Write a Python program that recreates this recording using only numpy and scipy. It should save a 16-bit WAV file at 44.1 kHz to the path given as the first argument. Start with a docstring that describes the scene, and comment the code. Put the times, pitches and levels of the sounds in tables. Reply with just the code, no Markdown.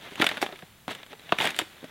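"""Forest clearing: dry bark and sticks are pressed into a fire pit a few metres from a microphone pair.
The bark snaps, knocks on the wood and stones and crunches in two main bursts, with light rustling between.
Snaps, knocks and one heavy slab are short filtered bursts and damped modes; rustle is a stream of grains.
The pit scatters each snap and thud for a few milliseconds and the trees return a faint tail."""
import sys
import numpy as np
from scipy import signal
from scipy.fft import rfft, irfft, next_fast_len
from scipy.io import wavfile
from scipy.ndimage import uniform_filter1d

SR = 44100
rng = np.random.default_rng(int(sys.argv[2]) if len(sys.argv) > 2 else 0)


def store_wav(level_fs):
    """Save 16-bit WAV to argv[1]."""
    pcm = np.round(np.clip(np.atleast_2d(level_fs), -1, 1) * 32767)
    wavfile.write(sys.argv[1], SR, pcm.T.astype(np.int16))


N = 83790  # length [samples]
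HIT_S = 0.006  # a hit carries the energy of rms 1 held this long [s]


def amp(db):
    """Decibels to gain."""
    return 10 ** (np.asarray(db) / 20)


def unit(x):
    """Scale to rms 1."""
    return x / np.sqrt(np.mean(x ** 2) + 1e-20)


def blow(x):
    """Scale a hit to the energy of rms 1 held for HIT_S."""
    return x / np.linalg.norm(x) * np.sqrt(HIT_S * SR)


def along(points, hz):
    """Read (frequency, value) points on a log frequency axis."""
    point_hz, values = np.transpose(points)
    return np.interp(np.log(hz + 1), np.log(point_hz + 1), values)


def level(rows):
    """Turn (time [s], level [dB]) points into one gain per sample."""
    return amp(np.interp(np.arange(N) / SR, *np.transpose(rows)))


def causal(x, gain, size=4096):
    """Minimum-phase filter with a gain given as a function of frequency, made by folding the cepstrum."""
    cepstrum = irfft(np.log(gain(np.fft.rfftfreq(size, 1 / SR))))
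    cepstrum[1:size // 2] *= 2
    cepstrum[size // 2 + 1:] = 0
    impulse = irfft(np.exp(rfft(cepstrum)))
    return signal.fftconvolve(x, impulse)[:len(x)]


def colour(x, spectrum):
    """Filter with a (frequency [Hz], level [dB]) spectrum."""
    return causal(x, lambda hz: amp(along(spectrum, hz)))


def resonate(x, hz, q):
    """One resonance: a band-pass with unit gain at its centre."""
    b, a = signal.bilinear([hz / q, 0], [1, hz / q, hz * hz], SR / (2 * np.pi))
    return signal.lfilter(b, a, x)


def add(out, s, x):
    """Mix x into out at time s [s]."""
    i = max(round(s * SR), 0)
    out[i:i + len(x)] += x[:N - i]


# steady forest air: (frequency [Hz], relative level [dB])
AIR_SPECTRUM = [(20, -10), (60, 6.5), (150, 9), (400, -4), (3500, -4), (5000, -12.5)]
AIR_DB = -57


def forest_air():
    """Still air in the clearing: steady filtered noise."""
    return amp(AIR_DB) * unit(colour(rng.standard_normal(N), AIR_SPECTRUM))


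# tail from the trunks: (frequency [Hz], time to fall 60 dB [s])
TRUNK_DECAY = [(300, 0.49), (6000, 0.5), (15000, 0.25)]
TRUNKS_DB = -21


def forest_tail(x):
    """The faint tail from the trunks: decaying noise 10 ms late, shortest in the high treble."""
    hz, t, z = signal.stft(rng.standard_normal(SR // 2), SR, nperseg=256)
    t60 = along(TRUNK_DECAY, hz)[:, None]
    tail = signal.istft(z * amp(-60 * t / t60), SR, nperseg=256)[1]
    delayed = np.pad(tail / np.linalg.norm(tail), (SR // 100, 0))
    return amp(TRUNKS_DB) * signal.fftconvolve(x, delayed)[:N]


SCATTER_S, SCATTER_FALL_DB = 0.0039, 14  # early reflections: span [s] and fall over it [dB]
AFTER_DB, AFTER_T60_S = -7, 0.049  # weaker, longer reflections
EVEN_HZ = 450  # bandwidth over which the colour is evened out [Hz]
DIRECT_DB, EDGE_DIRECT_DB = -8.5, -4.5  # direct sound relative to the scatter


def scatter(direct_db, size=4096):
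    """A click and dense reflections from the curled bark and the stones, even in broad colour."""
    t = np.arange(size) / SR
    early = amp(-SCATTER_FALL_DB * t / SCATTER_S) / (1 + (t / SCATTER_S) ** 8)
    after = amp(AFTER_DB - 60 * t / AFTER_T60_S)
    x = unit(rng.standard_normal(size) * (early + after))
    x[0] += amp(direct_db) * np.sqrt(size)
    power = uniform_filter1d(np.abs(rfft(x)) ** 2, round(EVEN_HZ * size / SR))
    return causal(x, lambda hz: power ** -.5)


# sideways reflections: (frequency [Hz], gain [dB])
SIDE_SPECTRUM = [(1000, -76), (4000, -59), (13000, -54)]


def side_reflections(bark):
    """A little scattered treble from the sides, opposite in sign at the two microphones."""
    return colour(signal.fftconvolve(bark, scatter(direct_db=-40))[:N], SIDE_SPECTRUM)


def grains(rate, spread_db):
    """Tiny fractures at random moments [per s], a few much larger than the rest."""
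    sizes = amp(spread_db * np.minimum(rng.exponential(size=N), 4)) * rng.choice([-1, 1], N)
    return sizes * (rng.random(N) < rate / SR)


CHIPS_PER_S, CHIP_SPREAD_DB, CHIP_Q = 900, 3.5, 7
LARGEST_CHIP_HZ, SMALLEST_CHIP_HZ = 602, 3890  # ring of each [Hz]


def chips(count=20):
    """Tiny fractures, each ringing a chip of its own size: the small, high ones break most often."""
    pitches = np.geomspace(LARGEST_CHIP_HZ, SMALLEST_CHIP_HZ, count)
    shares = pitches / pitches.sum()
    crunch = np.zeros(N)
    for hz, share in zip(pitches, shares):
        fractures = grains(CHIPS_PER_S * share, CHIP_SPREAD_DB)
        crunch += resonate(fractures, hz, CHIP_Q) / np.sqrt(share)
    return unit(crunch)


# bark rubbing and crumbling, before RUB_TRIM_DB: (time [s], level [dB])
RUB_LEVEL = [(0, -51.5), (.06, -42.5), (.09, -46.5), (.16, -48), (.22, -30), (.258, -37.5), (.35, -39.5),
             (.405, -51), (.425, -31.5), (.48, -48), (.6, -55.5), (.872, -70), (.89, -37.5), (.918, -34.5),
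             (.94, -48), (.99, -47), (1.05, -61.5), (1.085, -59.5), (1.12, -46), (1.16, -59.5), (1.24, -53),
             (1.38, -45), (1.405, -28), (1.48, -30.5), (1.535, -47), (1.58, -46), (1.61, -35.5),
             (1.65, -55), (1.9, -52.5)]
# fine flakes scraping in the treble, before FLAKES_TRIM_DB: (time [s], level [dB])
FLAKES_LEVEL = [(0, -65), (.17, -61.5), (.23, -49), (.41, -63), (.422, -41), (.445, -56.5), (.52, -64.5),
                (.87, -82), (.91, -47.5), (.97, -80), (1.375, -62), (1.405, -43.5), (1.47, -43),
                (1.53, -61.5), (1.595, -50), (1.65, -62), (1.9, -77)]
# rubbed bark: (frequency [Hz], relative level [dB])
RUB_SPECTRUM = [(30, -41), (90, -5), (180, -1), (400, 2.5), (750, -1.5), (1200, -3.5), (2000, 0),
                (2800, -3.5), (3700, -1), (4500, -15), (6000, -14.5), (15000, -48)]
# splintery treble of flakes and of snaps: (frequency [Hz], relative level [dB])
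EDGE_SPECTRUM = [(2500, -33), (4500, 8), (5800, -0.5), (7000, 2.5), (8500, 0.5), (11000, -0.5),
                 (15500, -10.5)]
RUB_TRIM_DB, FLAKES_TRIM_DB = 0.5, 2.5
CHIP_SHARE, CHIP_GROWTH = .7, .6  # power share of chips at full pressure; exponent of growth with effort


def rustle():
    """Light rubbing sheds mostly fine crumbs and flakes; under pressure more whole chips break off."""
    crumbs = unit(grains(rate=2200, spread_db=2.5))
    flakes = unit(grains(rate=3100, spread_db=5.0))
    effort = level(RUB_LEVEL)
    pressure = (effort / effort.max()) ** CHIP_GROWTH
    rub = unit(colour(crumbs + amp(-5) * rng.standard_normal(N), RUB_SPECTRUM))
    crunch = unit(colour(chips(), RUB_SPECTRUM))
    fine = unit(colour(flakes + amp(-5) * crumbs, EDGE_SPECTRUM))
    chip_power = CHIP_SHARE * pressure
    bark = np.sqrt(1 - chip_power) * rub + np.sqrt(chip_power) * crunch
    return amp(RUB_TRIM_DB) * effort * bark + amp(FLAKES_TRIM_DB) * level(FLAKES_LEVEL) * fine


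RADIATE_HZ = 110  # the ringing modes are high-passed below this [Hz]


def ring(modes, size=4096):
    """Damped modes struck together, each level varying at random by about 1 dB."""
    t = np.arange(size) / SR
    x = np.zeros(size)
    for k, (hz, db, t60) in enumerate(modes):
        envelope = amp(db + rng.normal(0, 1) - 60 * t / t60)
        x += (-1) ** k * envelope * np.sin(2 * np.pi * hz * t)
    return blow(signal.lfilter(*signal.butter(2, RADIATE_HZ, "highpass", fs=SR), x))


# modes of the bark slab: (frequency [Hz], mean relative level [dB], time to fall 60 dB [s])
SLAB_MODES = [(202, -9, 0.045), (341, -3.5, 0.039), (458, -6.5, 0.039), (683, 1.5, 0.033), (976, -1, 0.032),
              (1182, 5, 0.018), (1510, -8.5, 0.05)]
# blunt contact of slab or stick: (frequency [Hz], relative level [dB])
CONTACT_SPECTRUM = [(35, -21), (150, 4), (1400, -5), (2000, -8), (4000, -4.5), (8000, -42.5)]
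SLAB_S, SLAB_DB = 1.3223, -14.5  # landing time [s], level [dB]


def slab():
    """The bark slab landing on the pile: one heavy, hollow knock of ringing modes and a blunt contact."""
    out = np.zeros(N)
    contact = blow(colour(scatter(direct_db=-3.5), CONTACT_SPECTRUM))
    add(out, SLAB_S, amp(SLAB_DB) * (ring(SLAB_MODES) + amp(-10) * contact))
    return out


# knocks on the pile, and the scraped bark slab's body ringing at .908, 1.445 and 1.465 s: (time [s], level
# [dB], pitch [Hz])
KNOCKS = [(0.121, -42, 389), (.201, -24, 330), (0.2234, -24.5, 335), (.224, -19.5, 1400),
          (0.232, -29.5, 436), (0.4271, -24.5, 806), (0.43, -27.5, 405), (.490, -36, 727),
          (.526, -35.5, 383), (0.627, -44, 742), (.630, -44, 170), (0.8805, -32.5, 281),
          (.8802, -33, 739), (.908, -40, 667), (1.130, -44, 828), (1.133, -43.5, 451),
          (1.404, -37, 164), (1.445, -27.5, 730), (1.465, -31, 610), (1.590, -35, 1290),
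          (1.591, -37, 539), (1.617, -34, 321), (1.829, -42, 305), (1.8408, -38.5, 271),
          (1.8415, -39, 617)]
# bending modes of a stick: (multiple of its pitch, mean relative level [dB], time to fall 60 dB [s])
STICK_MODES = [(1, 8.5, 0.057), (1.8, -0.5, 0.031), (2.5, -8, 0.095)]
THUD_DB, STICK_RING_DB = -4, -2  # relative to the knock's level
KNOCK_Q = .7


def knocks():
    """Blunt contacts give a damped thud and ring the stick briefly."""
    out = np.zeros(N)
    for s, db, hz in KNOCKS:
        contact = colour(scatter(direct_db=-6), CONTACT_SPECTRUM)
        thud = blow(resonate(contact, hz, KNOCK_Q))
        stick = ring([(hz * ratio, mode_db, t60) for ratio, mode_db, t60 in STICK_MODES])
        add(out, s, amp(db) * (amp(THUD_DB) * thud + amp(STICK_RING_DB) * stick))
    return out


# bark snapping: (time [s], level [dB], ring pitch [Hz],
#                 hollow body [dB re level], splintery edge [dB re level])
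BARK_SNAPS = [(.1565, -37.5, 2700, -25, -12), (0.1986, -28.5, 2290, -4, -33),
              (0.2152, -21.5, 1796, -16, -13.5), (0.2204, -16, 2070, -11, -20),
              (0.2428, -24.5, 2190, -2, -10), (0.2657, -21, 2260, -8.5, -15),
              (.2672, -19, 3610, -20, -16)  , (0.2903, -25, 1840, -12, -12), (.3140, -29.5, 2190, -2, -28),
              (0.3711, -31, 1424, -7, -17), (.378, -33.5, 1440, -3, -28), (.4165, -31.5, 2180, -2.5, -6.5),
              (0.4271, -27, 2190, 1, -13), (0.4634, -33.5, 3180, -1, -35), (.525, -40.5, 1300, 1.5, -17),
              (0.559, -43.5, 2230, -21, -18), (0.5909, -45.5, 1290, -9, -11), (.623, -44.5, 1720, -16, -28),
              (0.8803, -36, 1470, -2, -10.5), (.911, -44.5, 3300, -10, -6), (.950, -39, 3090, -25, -8.5),
              (1.031, -41, 3790, -5, -23), (1.064, -51, 3080, -0.5, -9), (1.130, -43.5, 1315, -8, -16),
              (1.195, -48, 4000, -10, -15), (1.2925, -38.5, 2700, -4.5, -28),
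              (1.3222, -21.5, 2620, -9.5, -27), (1.343, -41, 3640, 2, -19),
              (1.3863, -23, 2270, -12.5, -17.5), (1.403, -23, 2860, -5, -21.5), (1.4102, -34, 3000, 1, -14),
              (1.4267, -31.5, 1870, -8, -13), (1.4424, -29.5, 1810, -6, -26),
              (1.454, -25, 3370, -2.5, -11.5), (1.4722, -23.5, 1880, -28, -17),
              (1.505, -32.5, 2600, -10, -8.5), (1.5453, -36, 3040, -15, -21), (1.564, -37, 3760, -16, -5.5),
              (1.5892, -20.5, 3075, -10.5, -6.5), (1.596, -31.5, 3320, 3.5, -27),
              (1.615, -33.5, 2160, -11, -15), (1.843, -46, 1960, -33, -8.5)]
# sharp crack of a fracture: (frequency [Hz], relative level [dB])
CRACK_SPECTRUM = [(500, -27), (1100, -11), (1600, -3), (2300, -3.5), (2900, -4.5), (3700, -3.5),
                  (4300, -19), (5200, -29), (9000, -40)]
# hollow body of a snap: (frequency [Hz], relative level [dB])
BODY_SPECTRUM = [(30, -43), (90, -18.5), (180, 2), (350, -4), (700, 5), (1200, -1), (1700, -2.5),
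                 (3000, -52)]
SNAP_RING_DB, SNAP_Q = -3.5, 19  # ring of the broken piece, relative to the crack
SPLINTER_RATIO, SPLINTER_DB = 2.7, -4  # the piece's second bending mode: multiple of pitch, level re edge


def snaps():
    """Each fracture has a crack that rings the broken piece, a hollow body and a splintery edge."""
    out = np.zeros(N)
    for s, db, hz, body_db, edge_db in BARK_SNAPS:
        crack = blow(colour(scatter(DIRECT_DB), CRACK_SPECTRUM))
        piece = blow(resonate(scatter(direct_db=4.0), hz, SNAP_Q))
        ringing_crack = blow(crack + amp(SNAP_RING_DB) * piece)
        body = blow(colour(scatter(DIRECT_DB), BODY_SPECTRUM))
        splinter = blow(resonate(scatter(DIRECT_DB), SPLINTER_RATIO * hz, SNAP_Q))
        treble = blow(colour(scatter(EDGE_DIRECT_DB), EDGE_SPECTRUM))
        edge = blow(treble + amp(SPLINTER_DB) * splinter)
        add(out, s, amp(db) * (ringing_crack + amp(body_db) * body + amp(edge_db) * edge))
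    return out


def scene():
    """The handling sits in the centre, over still forest air; a little treble arrives from the sides."""
    bark = rustle() + slab() + knocks() + snaps()
    mid = forest_air() + forest_tail(bark) + bark
    side = side_reflections(bark)
    return np.array([mid + side, mid - side])


# each microphone's own noise: (frequency [Hz], relative level [dB])
MIC_NOISE_SPECTRUM = [(20, 24), (3000, -7.5), (7000, 6.5)]
MIC_NOISE_DB, TOP_HZ = -64, 16000  # noise level [dB], band limit [Hz]


def record(dry):
    """A nearly mono microphone pair with slight independent noise and a sharp band limit."""
    noise = np.array([unit(colour(rng.standard_normal(N), MIC_NOISE_SPECTRUM)) for _ in dry])
    x = dry + amp(MIC_NOISE_DB) * noise
    m = next_fast_len(N + SR // 10)
    passed = np.fft.rfftfreq(m, 1 / SR) < TOP_HZ
    return irfft(rfft(x, m) * passed, m)[:, :N]


dry = scene()
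out = record(dry)
store_wav(out)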